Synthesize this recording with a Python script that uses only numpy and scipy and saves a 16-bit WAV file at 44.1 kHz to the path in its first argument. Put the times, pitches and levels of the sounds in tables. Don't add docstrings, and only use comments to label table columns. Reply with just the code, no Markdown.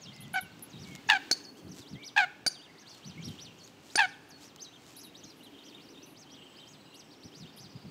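import sys
import numpy as np
from scipy import signal
from scipy.fft import rfft, irfft, next_fast_len
from scipy.io import wavfile

SR = 44100
rng = np.random.default_rng(int(sys.argv[2]) if len(sys.argv) > 2 else 0)


def file_out(sig):
    cols = np.atleast_2d(sig).T
    lim = np.clip(cols, -1, 1)
    pcm = np.round(lim * 32767).astype(np.int16)
    wavfile.write(sys.argv[1], SR, pcm)


N = 348390
TIME = np.arange(N) / SR


def from_db(db):
    return 10 ** (np.asarray(db) / 20)


def gain_at(colour, hz):
    table_hz, db = np.transpose(colour)
    return from_db(np.interp(np.log(np.maximum(hz, 1)), np.log(table_hz), db))


def noise(colour):
    size = next_fast_len(N)
    spectrum = rfft(rng.standard_normal(size)) * gain_at(colour, np.fft.rfftfreq(size, 1 / SR))
    sound = irfft(spectrum, size)[:N]
    return sound / np.sqrt(np.mean(sound ** 2) + 1e-20)


def drift(t, rate):
    return np.interp(t * rate, np.arange(1024), rng.standard_normal(1024))


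def clock(length):
    return np.arange(max(int(length * SR), 2)) / SR


def add(out, start, sound):
    at = int(round(start * SR))
    sound, at = sound[max(-at, 0):], max(at, 0)
    out[at:at + len(sound)] += sound[:max(N - at, 0)]


def phase_of(hz):
    return 2 * np.pi * np.cumsum(hz) / SR


def fade_ends(t, edge):
    return np.sin(np.pi / 2 * np.clip(np.minimum(t, t[-1] - t) / edge, 0, 1))


def hump(t, centre, half):
    return np.exp(-np.minimum(((t - centre) / half) ** 2, 30))


def whistle(t, hz, harmonics_db=(0,), jitter=.009, flutter_db=4):
    phase = phase_of(hz * (1 + jitter * drift(t, 488)))
    flutter = from_db(flutter_db * drift(t, 158))
    return flutter * sum(from_db(db) * np.sin(k * phase) for k, db in enumerate(harmonics_db, 1))


# (peak time [s], half length [s], level [dB])
WIND_PUFFS = [(0.084, 0.058, -54), (0.275, 0.086, -48.5), (0.445, 0.025, -48.5), (0.57, 0.091, -54),
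              (0.817, 0.082, -46), (0.943, 0.037, -46.5), (1.07, 0.06, -55.5), (1.693, 0.055, -45.5),
              (1.801, 0.013, -50.5), (1.942, 0.029, -41.5), (3.084, 0.038, -46.5), (3.183, 0.029, -42),
              (3.292, 0.05, -43.5), (3.45, 0.2, -57.5), (4.08, 0.11, -59), (5.257, 0.021, -52),
              (7.258, 0.013, -41), (7.43, 0.034, -48), (7.66, 0.14, -59), (7.763, 0.012, -48.5),
              (7.865, 0.021, -42.5)]
# (frequency [Hz], level [dB])
WIND_COLOUR = [(20, -25), (50, -20.5), (90, -3.5), (150, 2.5), (210, -2), (300, -11), (500, -23.5),
               (1200, -74)]
def wind(breeze_db=-64.5, swing_db=1.5, swings_per_s=13):
    breeze = from_db(breeze_db + swing_db * drift(TIME, swings_per_s))
    puffs = sum(from_db(db) * hump(TIME, peak, half) for peak, half, db in WIND_PUFFS)
    return np.hypot(breeze, puffs) * noise(WIND_COLOUR)


# (time [s], level [dB])
DRONE_LEVELS = [(0.0, -67.5), (0.72, -57), (1.65, -53.5), (2.11, -60.5), (2.86, -63), (3.19, -60.5),
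                (4.82, -60.5), (5.19, -57), (6.07, -56), (6.18, -59.5), (7.0, -59.5), (7.26, -58.5),
                (7.9, -60)]
HISS_LEVELS = [(0.0, -56.5), (0.55, -56.5), (1.12, -54), (1.32, -50.5), (1.52, -66.5), (1.67, -61.5),
               (1.96, -59.5), (2.62, -60.5), (3.37, -54.5), (3.63, -60), (5.76, -59), (6.2, -61),
               (6.53, -57.5), (7.0, -60.5), (7.41, -59), (7.9, -58)]
# (frequency [Hz], level [dB])
DRONE_COLOUR = [(60, -38), (180, -6.5), (255, 1.5), (288, 6.5), (325, -1), (400, -1.5), (600, -17),
                (1000, -33.5)]
HISS_COLOUR = [(1200, 1.5), (2000, 1), (2800, 5), (4300, 0.5), (5500, -3.5), (8000, -9), (10000, -21),
               (13000, -20), (15500, -13.5)]
AIR_COLOUR, AIR_DB = [(100, -5.5), (500, 2.5), (800, 2.5), (1200, -2.5), (1800, -7), (3000, -9.5),
                      (6000, -61)], -62
def background(hiss_gain_db=-3.5):
    drone = from_db(np.interp(TIME, *np.transpose(DRONE_LEVELS))) * noise(DRONE_COLOUR)
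    hiss = from_db(np.interp(TIME, *np.transpose(HISS_LEVELS)) + hiss_gain_db) * noise(HISS_COLOUR)
    return drone + hiss + from_db(AIR_DB) * noise(AIR_COLOUR)


# (time [s], held pitch [Hz], length [s], level [dB])
BEGGING_WHISTLES = [(.007, 2900, 0.118, -52.5), (0.338, 2690, 0.16, -56), (0.696, 3750, 0.13, -55),
                    (1.076, 4400, 0.07, -45), (1.434, 4400, 0.072, -50), (1.775, 3300, 0.095, -55),
                    (2.491, 2850, 0.12, -52), (2.889, 4280, 0.093, -54.5), (3.209, 3100, 0.15, -57),
                    (3.582, 4350, 0.072, -54), (4.298, 4370, 0.078, -55), (4.618, 3850, 0.082, -51.5),
                    (4.946, 3810, 0.055, -60), (5.01, 3750, 0.096, -55.5), (5.234, 4140, 0.078, -55)]
def chick_begging(start_hz=6900, gain_db=-0.5, fade_db=-1.0):
    out = np.zeros(N)
    for start, held_hz, length, db in BEGGING_WHISTLES:
        t = clock(length)
        drop_s = 0.019 * (4000 / held_hz) ** 2.9
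        hz = held_hz + (start_hz - held_hz) * np.exp(-(t / drop_s) ** 2)
        loudness = from_db(db + gain_db + fade_db * t / length) * fade_ends(t, 0.0045)
        add(out, start, loudness * whistle(t, hz, harmonics_db=(0, -24)))
    return out


def chick_chatter(peeps_per_s=3.0, pitch_range_hz=(3290, 5200)):
    draws = rng.random((int(peeps_per_s * N / SR), 4))
    return [(when * N / SR, np.interp(high, (0, 1), pitch_range_hz), .018 + .012 * long, -73 + 6 * loud)
            for when, high, long, loud in draws]


# (peak time [s], top pitch [Hz], half length [s], level [dB])
PEEPS = [(0.088, 3670, 0.025, -60), (0.155, 5400, 0.036, -60), (0.238, 3440, 0.025, -58),
         (0.814, 5850, 0.036, -58.5), (1.706, 6600, 0.028, -63), (1.908, 5730, 0.038, -56.5),
         (2.061, 6040, 0.026, -50), (2.637, 3820, 0.023, -58), (2.808, 6720, 0.023, -60.5),
         (2.91, 5650, 0.041, -57.5), (3.075, 6100, 0.033, -55), (3.258, 5500, 0.028, -52),
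         (3.427, 5930, 0.033, -50.5), (3.652, 6800, 0.025, -62), (3.946, 7050, 0.04, -57),
         (4.088, 5210, 0.049, -60), (4.463, 5900, 0.041, -59.5), (4.63, 6270, 0.032, -53.5),
         (4.745, 3650, 0.023, -60.5), (5.014, 5900, 0.043, -56), (5.187, 6040, 0.032, -61.5),
         (5.282, 5660, 0.041, -57), (5.443, 4170, 0.026, -58.5), (5.595, 3800, 0.018, -58),
         (5.669, 5850, 0.041, -59.5), (5.757, 3840, 0.02, -58), (5.842, 5600, 0.034, -63),
         (5.909, 5880, 0.032, -66), (5.968, 3830, 0.021, -61.5), (6.04, 6200, 0.023, -63.5),
         (6.2, 6430, 0.037, -58.5), (6.331, 5800, 0.033, -61), (6.58, 5200, 0.025, -60.5),
         (6.613, 3880, 0.023, -60.5), (6.704, 6870, 0.041, -59), (6.984, 6580, 0.033, -56.5),
         (7.124, 4770, 0.021, -62.5), (7.255, 5920, 0.025, -59), (7.383, 5880, 0.044, -57),
         (7.484, 3830, 0.022, -58.5), (7.62, 6080, 0.036, -57.5)]
def chick_peeps(rest_hz=2540, gain_db=4.5, fade_db=-0.5, lean=0.25, hoarse_after_s=0.026):
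    out = np.zeros(N)
    for peak, top_hz, half, db in list(PEEPS) + chick_chatter():
        t = clock(4 * half)
        from_top = t / half - 2
        tilt = 1 + lean * rng.uniform(-0.98, 1) * np.tanh(from_top)
        tension = np.exp(-from_top ** 2 * tilt)
        hz = (rest_hz + (top_hz - rest_hz) * tension) * (1 + .016 * drift(t, 71))
        broken = np.clip(36 * (half - hoarse_after_s), .1, .85) * tension ** 2
        hoarse_hz = hz * (1 + .13 * (.5 + drift(t, 4000)))
        hoarse = from_db(-1) * whistle(t, hoarse_hz, harmonics_db=(0, -18))
        clear = whistle(t, hz, harmonics_db=(0, -18, -26))
        loudness = from_db(db + gain_db + fade_db * from_top) * np.exp(-(from_top / 1.45) ** 6)
        add(out, peak - 2 * half, loudness * ((1 - broken) * clear + broken * hoarse))
    return out


# (time [s], length [s], start pitch [Hz], end pitch [Hz], level [dB])
FAR_NOTES = [(0.118, 0.17, 2093, 2003, -60.5), (0.851, 0.14, 2280, 2125, -57),
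             (1.951, 0.055, 1950, 2340, -58), (1.997, 0.062, 2350, 2270, -52),
             (3.174, 0.05, 2150, 2430, -54)]
def far_whistles():
    out = np.zeros(N)
    for start, length, start_hz, end_hz, db in FAR_NOTES:
        t = clock(length)
        tone = whistle(t, np.linspace(start_hz, end_hz, len(t)), jitter=.018, flutter_db=3)
        add(out, start, from_db(db) * fade_ends(t, 0.0056) * tone)
    return out


# (peak time [s], half length [s], level [dB])
RUSTLES = [(0.9, 0.059, -60.5), (1.583, 0.016, -58.5), (1.784, 0.049, -55.5), (2.964, 0.074, -64.5),
           (3.3, 0.065, -62), (3.643, 0.1, -65.5), (3.906, 0.084, -60.5), (4.431, 0.042, -57),
           (4.888, 0.1, -62.5)]
# (time [s], level [dB])
SNAPS = [(0.164, -44.5), (0.28, -49), (0.594, -45), (0.952, -37), (.960, -42), (1.785, -45), (3.287, -48),
         (4.5613, -40.5), (4.906, -47)]
# (frequency [Hz], level [dB])
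REED_COLOUR = [(1500, -1.5), (3000, 0.5), (5000, 3), (7500, 2), (9500, -8), (12000, -8.5), (15500, -13)]
def reeds(grain_db=5.0, snap_decay_s=0.0012):
    swells = sum(from_db(db) * hump(TIME, peak, half) for peak, half, db in RUSTLES)
    grain_times = TIME[::64]
    grain = np.interp(TIME, grain_times, rng.standard_normal(len(grain_times)))
    loudness = swells * from_db(grain_db * grain)
    for start, db in SNAPS:
        add(loudness, start, from_db(db) * np.exp(-clock(.02) / snap_decay_s))
    return loudness * noise(REED_COLOUR)


# (time [s], length [s], level [dB])
FOCUS_RUNS = [(0.205, 0.036, -55.5), (.333, 0.014, -47.5), (.409, 0.015, -46), (.624, 0.015, -45),
              (3.276, .035, -67), (4.29, .02, -67), (4.965, 0.056, -54), (5.033, 0.069, -59),
              (5.367, 0.06, -69), (5.433, 0.032, -64.5), (6.06, 0.14, -67.5), (6.943, .03, -66),
              (7.563, 0.05, -61)]
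# (frequency [Hz], level [dB])
LENS_TONES = [(10330, 2.5), (11790, 0), (15100, -14)]
def focus_motor(rise_s=0.00061, ring_s=.012):
    out = np.zeros(N)
    for start, length, db in FOCUS_RUNS:
        t = clock(length + .06)
        loudness = np.minimum(t / rise_s, 1) * np.exp(-np.maximum(t - length / 2, 0) / ring_s)
        whine = sum(from_db(tone_db) * whistle(t, hz, jitter=.004, flutter_db=2.5)
                    for hz, tone_db in LENS_TONES)
        add(out, start, from_db(db) * loudness * whine)
    return out


# (time [s], length [s], stutter beat [s], burst overlap [s], top pitch [Hz],
# pitch sag [Hz/s], level [dB], extra brightness of the second burst [dB])
KOW_CALLS = [(0.341, 0.055, 0.017, 0.002, 783.5, 1380, -28, -3),
             (1.0881, 0.088, 0.0092, 0.0001, 872, 1756, -19.5, 12.5),
             (2.163, 0.087, 0.0118, 0.0008, 842.5, 2040, -20.5, 4.5),
             (3.977, 0.0815, 0.012, 0.00087, 863, 2342, -20.5, 5)]
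def kow_bursts(slowing=1.35, fade_db=18.5, first_db=-4.5, first_flat_hz=35.6, strain_hz_per_db=3.5):
    for start, length, beat, overlap, top_hz, sag_hz_per_s, db, bright_db in KOW_CALLS:
        at, k = 0, 0
        while at < length:
            span = beat * slowing ** max(k - 2, 0)
            last = at + 1.7 * span > length
            span = length - at if last else span
            since_top = at + span / 2 - 1.5 * beat
            strain_db = bright_db * np.exp(-abs(k - 1) / 0.87)
            sag_hz = sag_hz_per_s * since_top if k else first_flat_hz
            pitch_hz = top_hz + strain_hz_per_db * strain_db - sag_hz
            level_db = db + (-fade_db * (abs(since_top) / length) ** 1.5 if k else first_db)
            yield start + at, span, overlap, pitch_hz, level_db, strain_db
            at, k = length if last else at + span, k + 1


# (frequency [Hz], level [dB])
THROAT_COLOUR = [(2100, 5), (2600, -3.5), (3400, -8), (4000, -12.5), (4700, -13.5), (5500, -32),
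                 (6400, -20.5), (7600, -30.5), (9500, -49), (15000, -57)]
# (frequency [Hz], level [dB])
RASP_COLOUR = [(600, -12), (1200, -2.5), (2700, 2.5), (4400, -4.5), (5500, -15.5), (7500, -16.5),
               (9500, -23.5), (12000, -41), (15000, -23)]
def coot_kows(fall_hz=71, sag_db=-5.5, upper_db=-5.5, shimmer_db=3.0, rasp_db=-9.5, floor_hz=690):
    out, breath = np.zeros(N), noise(RASP_COLOUR)
    for start, length, overlap, pitch_hz, db, strain_db in kow_bursts():
        t = clock(length + 2 * overlap)
        from_middle = t / length - .5
        harsh = np.clip(from_db(db + 23), .3, 1)
        hz = (pitch_hz - fall_hz * np.sqrt(harsh) * from_middle) * (1 + .009 * drift(t, 920))
        phase = phase_of(hz)
        lower = from_db(-0.5) * np.sin(phase) + from_db(3) * harsh ** 0.18 * np.sin(2 * phase)
        upper = 0
        for k in range(3, 18):
            strength = gain_at(THROAT_COLOUR, k * hz) * from_db(shimmer_db * drift(t, 236))
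            throat_lag = .6 * (k - 2) ** 1.5
            blur = np.minimum(harsh * .028 * k * k, 2) * drift(t, 700)
            upper += strength * np.sin(k * phase - throat_lag + blur)
        air_puffs = breath[int(start * SR):][:len(t)] * (1 + np.sin(phase))
        rasp = np.sqrt(harsh) * from_db(rasp_db) * air_puffs
        voice = lower + from_db(upper_db + strain_db) * (upper + rasp)
        add(out, start - overlap, from_db(db + sag_db * from_middle) * fade_ends(t, 0.0053) * voice)
    return signal.sosfilt(signal.butter(6, floor_hz, "high", fs=SR, output="sos"), out)


def resonate(sound, tones):
    out = 0
    for k, (hz, width_hz, db) in enumerate(tones):
        decay, angle = np.exp(-np.pi * width_hz / SR), 2 * np.pi * hz / SR
        ring = signal.lfilter([.5, 0, -.5], [1, -2 * decay * np.cos(angle), decay ** 2], sound)
        out = out + (-1) ** k * from_db(db) * ring
    return out


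# (time [s], crack level [dB], whistle pitch [Hz], first push [dB],
# second push delay [s], second push [dB], second harmonic compared with the first [dB])
PIX_NOTES = [(1.3120, -13, 4290, -19.5, 0.017, -19, -24), (2.4633, -15.5, 4510, -20.5, 0.016, -18.5, -12.5),
             (3.9554, -15.5, 4410, -30.5, 0.0154, -27.5, -0.5)]
# (frequency [Hz], width [Hz], level [dB])
BODY_TONES = [(326, 143, 7), (630, 350, 4.5), (1350, 360, 6.5), (2290, 710, 6.5)]
BEAK_TONES = [(4810, 590, 5.5), (5550, 550, 0.5), (6250, 220, -2), (7100, 880, -2), (8300, 1100, -3),
              (10600, 670, -18), (14000, 2500, -21)]
def coot_pixes(pulse_hz=758.3, decay_s=0.0053, body_db=-29, spit_db=-24, hiss_db=-26, rise_hz=265):
    out, t = np.zeros(N), clock(.035)
    beats = np.arange(12) / pulse_hz
    for start, crack_db, whistle_hz, first_db, again_s, again_db, harmonic_db in PIX_NOTES:
        pulses = np.zeros(len(t))
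        pulse_times = np.abs(beats + .00003 * rng.standard_normal(len(beats)))
        uneven = from_db(1.5 * rng.standard_normal(len(beats)))
        pulses[(pulse_times * SR).astype(int)] = np.exp(-(beats / decay_s) ** 2) * uneven
        spit = from_db(spit_db) * rng.standard_normal(len(t)) * np.exp(-t / (2 * decay_s))
        add(out, start, from_db(body_db) * resonate(pulses, BODY_TONES))
        add(out, start + 1 / pulse_hz, from_db(crack_db) * resonate(pulses + spit, BEAK_TONES) / 2)
        first, again = hump(t, 0.0051, half=0.0044), hump(t, again_s, half=0.0048)
        phase = phase_of((whistle_hz + rise_hz * again) * (1 + .018 * drift(t, 3000)))
        tone = np.sin(phase) + from_db(harmonic_db) * np.sin(2 * phase) + from_db(-30) * np.sin(3 * phase)
        air = from_db(hiss_db) * rng.standard_normal(len(t))
        pushes = from_db(first_db) * first + from_db(again_db) * again
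        add(out, start, pushes * fade_ends(t, 0.0018) * (tone + air))
    return out


# (time [s], length [s], pitch [Hz], pitch spread [Hz], level [dB])
FAR_WARBLES = [(2.599, 0.28, 1950, 150, -61.5), (3.053, 0.58, 2924, 270, -56.5),
               (5.5, 0.36, 2996, 280, -55), (5.95, 0.18, 2630, 120, -58.5), (6.248, .47, 3100, 160, -54),
               (6.326, 0.78, 7850, 170, -70), (6.734, 0.21, 4040, 128, -62), (6.842, 0.18, 2716, 102, -55),
               (7.016, 0.35, 5330, 200, -64), (7.384, 0.59, 4760, 380, -60)]
def far_warbles(notes_per_s=20, step_hz=129.6, accent_db=1.5):
    out = np.zeros(N)
    for start, length, hz, spread_hz, db in FAR_WARBLES:
        t = clock(length)
        tune = hz + step_hz * drift(t, notes_per_s) + spread_hz * drift(t, 500)
        tone = whistle(t, tune, jitter=.025, flutter_db=3)
        pace = notes_per_s * (1 + .3 * drift(t, 10))
        notes = np.abs(np.sin(phase_of(pace) / 2))
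        loudness = from_db(db + accent_db * drift(t, notes_per_s)) * fade_ends(t, 0.048)
        add(out, start, loudness * notes * tone)
    return out


def among_reeds(voices, scatter_db=-4, decay_s=.007):
    t = clock(.04)
    scatter = rng.standard_normal(len(t)) * np.exp(-t / decay_s)
    scatter /= np.linalg.norm(scatter)
    return voices + from_db(scatter_db) * signal.fftconvolve(voices, scatter)[:N]


# (delay [s], level [dB])
BANK_ECHOES = [(0.011, -20.5), (.058, -27.5), (.135, -36.5), (.29, -38.5)]
# (frequency [Hz], level [dB])
ECHO_COLOUR = [(200, -6), (800, -0.5), (1700, 1), (3000, 0), (4500, 0), (7000, 1.5), (9200, 0),
               (12000, -2.5)]
def canal_echo(voices, tail_db=-22, tail_s=0.49, near_db=-23, near_s=0.26):
    t = clock(1.2)
    power = 0
    for db, fade_s in (tail_db, tail_s), (near_db, near_s):
        shape = from_db(-60 * t / fade_s) * np.minimum(t / 0.0029, 1)
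        power += from_db(db) ** 2 * shape ** 2 / np.sum(shape ** 2)
    for delay, db in BANK_ECHOES:
        shape = np.exp(-np.abs(t - delay) / (0.18 * delay))
        power += from_db(db) ** 2 * shape / np.sum(shape)
    return signal.fftconvolve(voices, np.sqrt(power) * noise(ECHO_COLOUR)[:len(t)])[:N]


def scene(others_db=-1.46, extra_echo_db=4.5):
    coot = coot_kows() + coot_pixes()
    others = chick_begging() + chick_peeps() + far_whistles() + far_warbles()
    others = from_db(others_db) * among_reeds(others)
    echo = canal_echo(coot + from_db(extra_echo_db) * others)
    return (coot + others + echo + reeds() + focus_motor() + wind() + background())[None]


def record(dry, low_cut_hz=60, high_cut_hz=15600):
    thin = signal.sosfilt(signal.butter(2, low_cut_hz, "high", fs=SR, output="sos"), dry)
    return signal.sosfilt(signal.ellip(10, .2, 70, high_cut_hz, fs=SR, output="sos"), thin)


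dry = scene()
out = record(dry)
file_out(out)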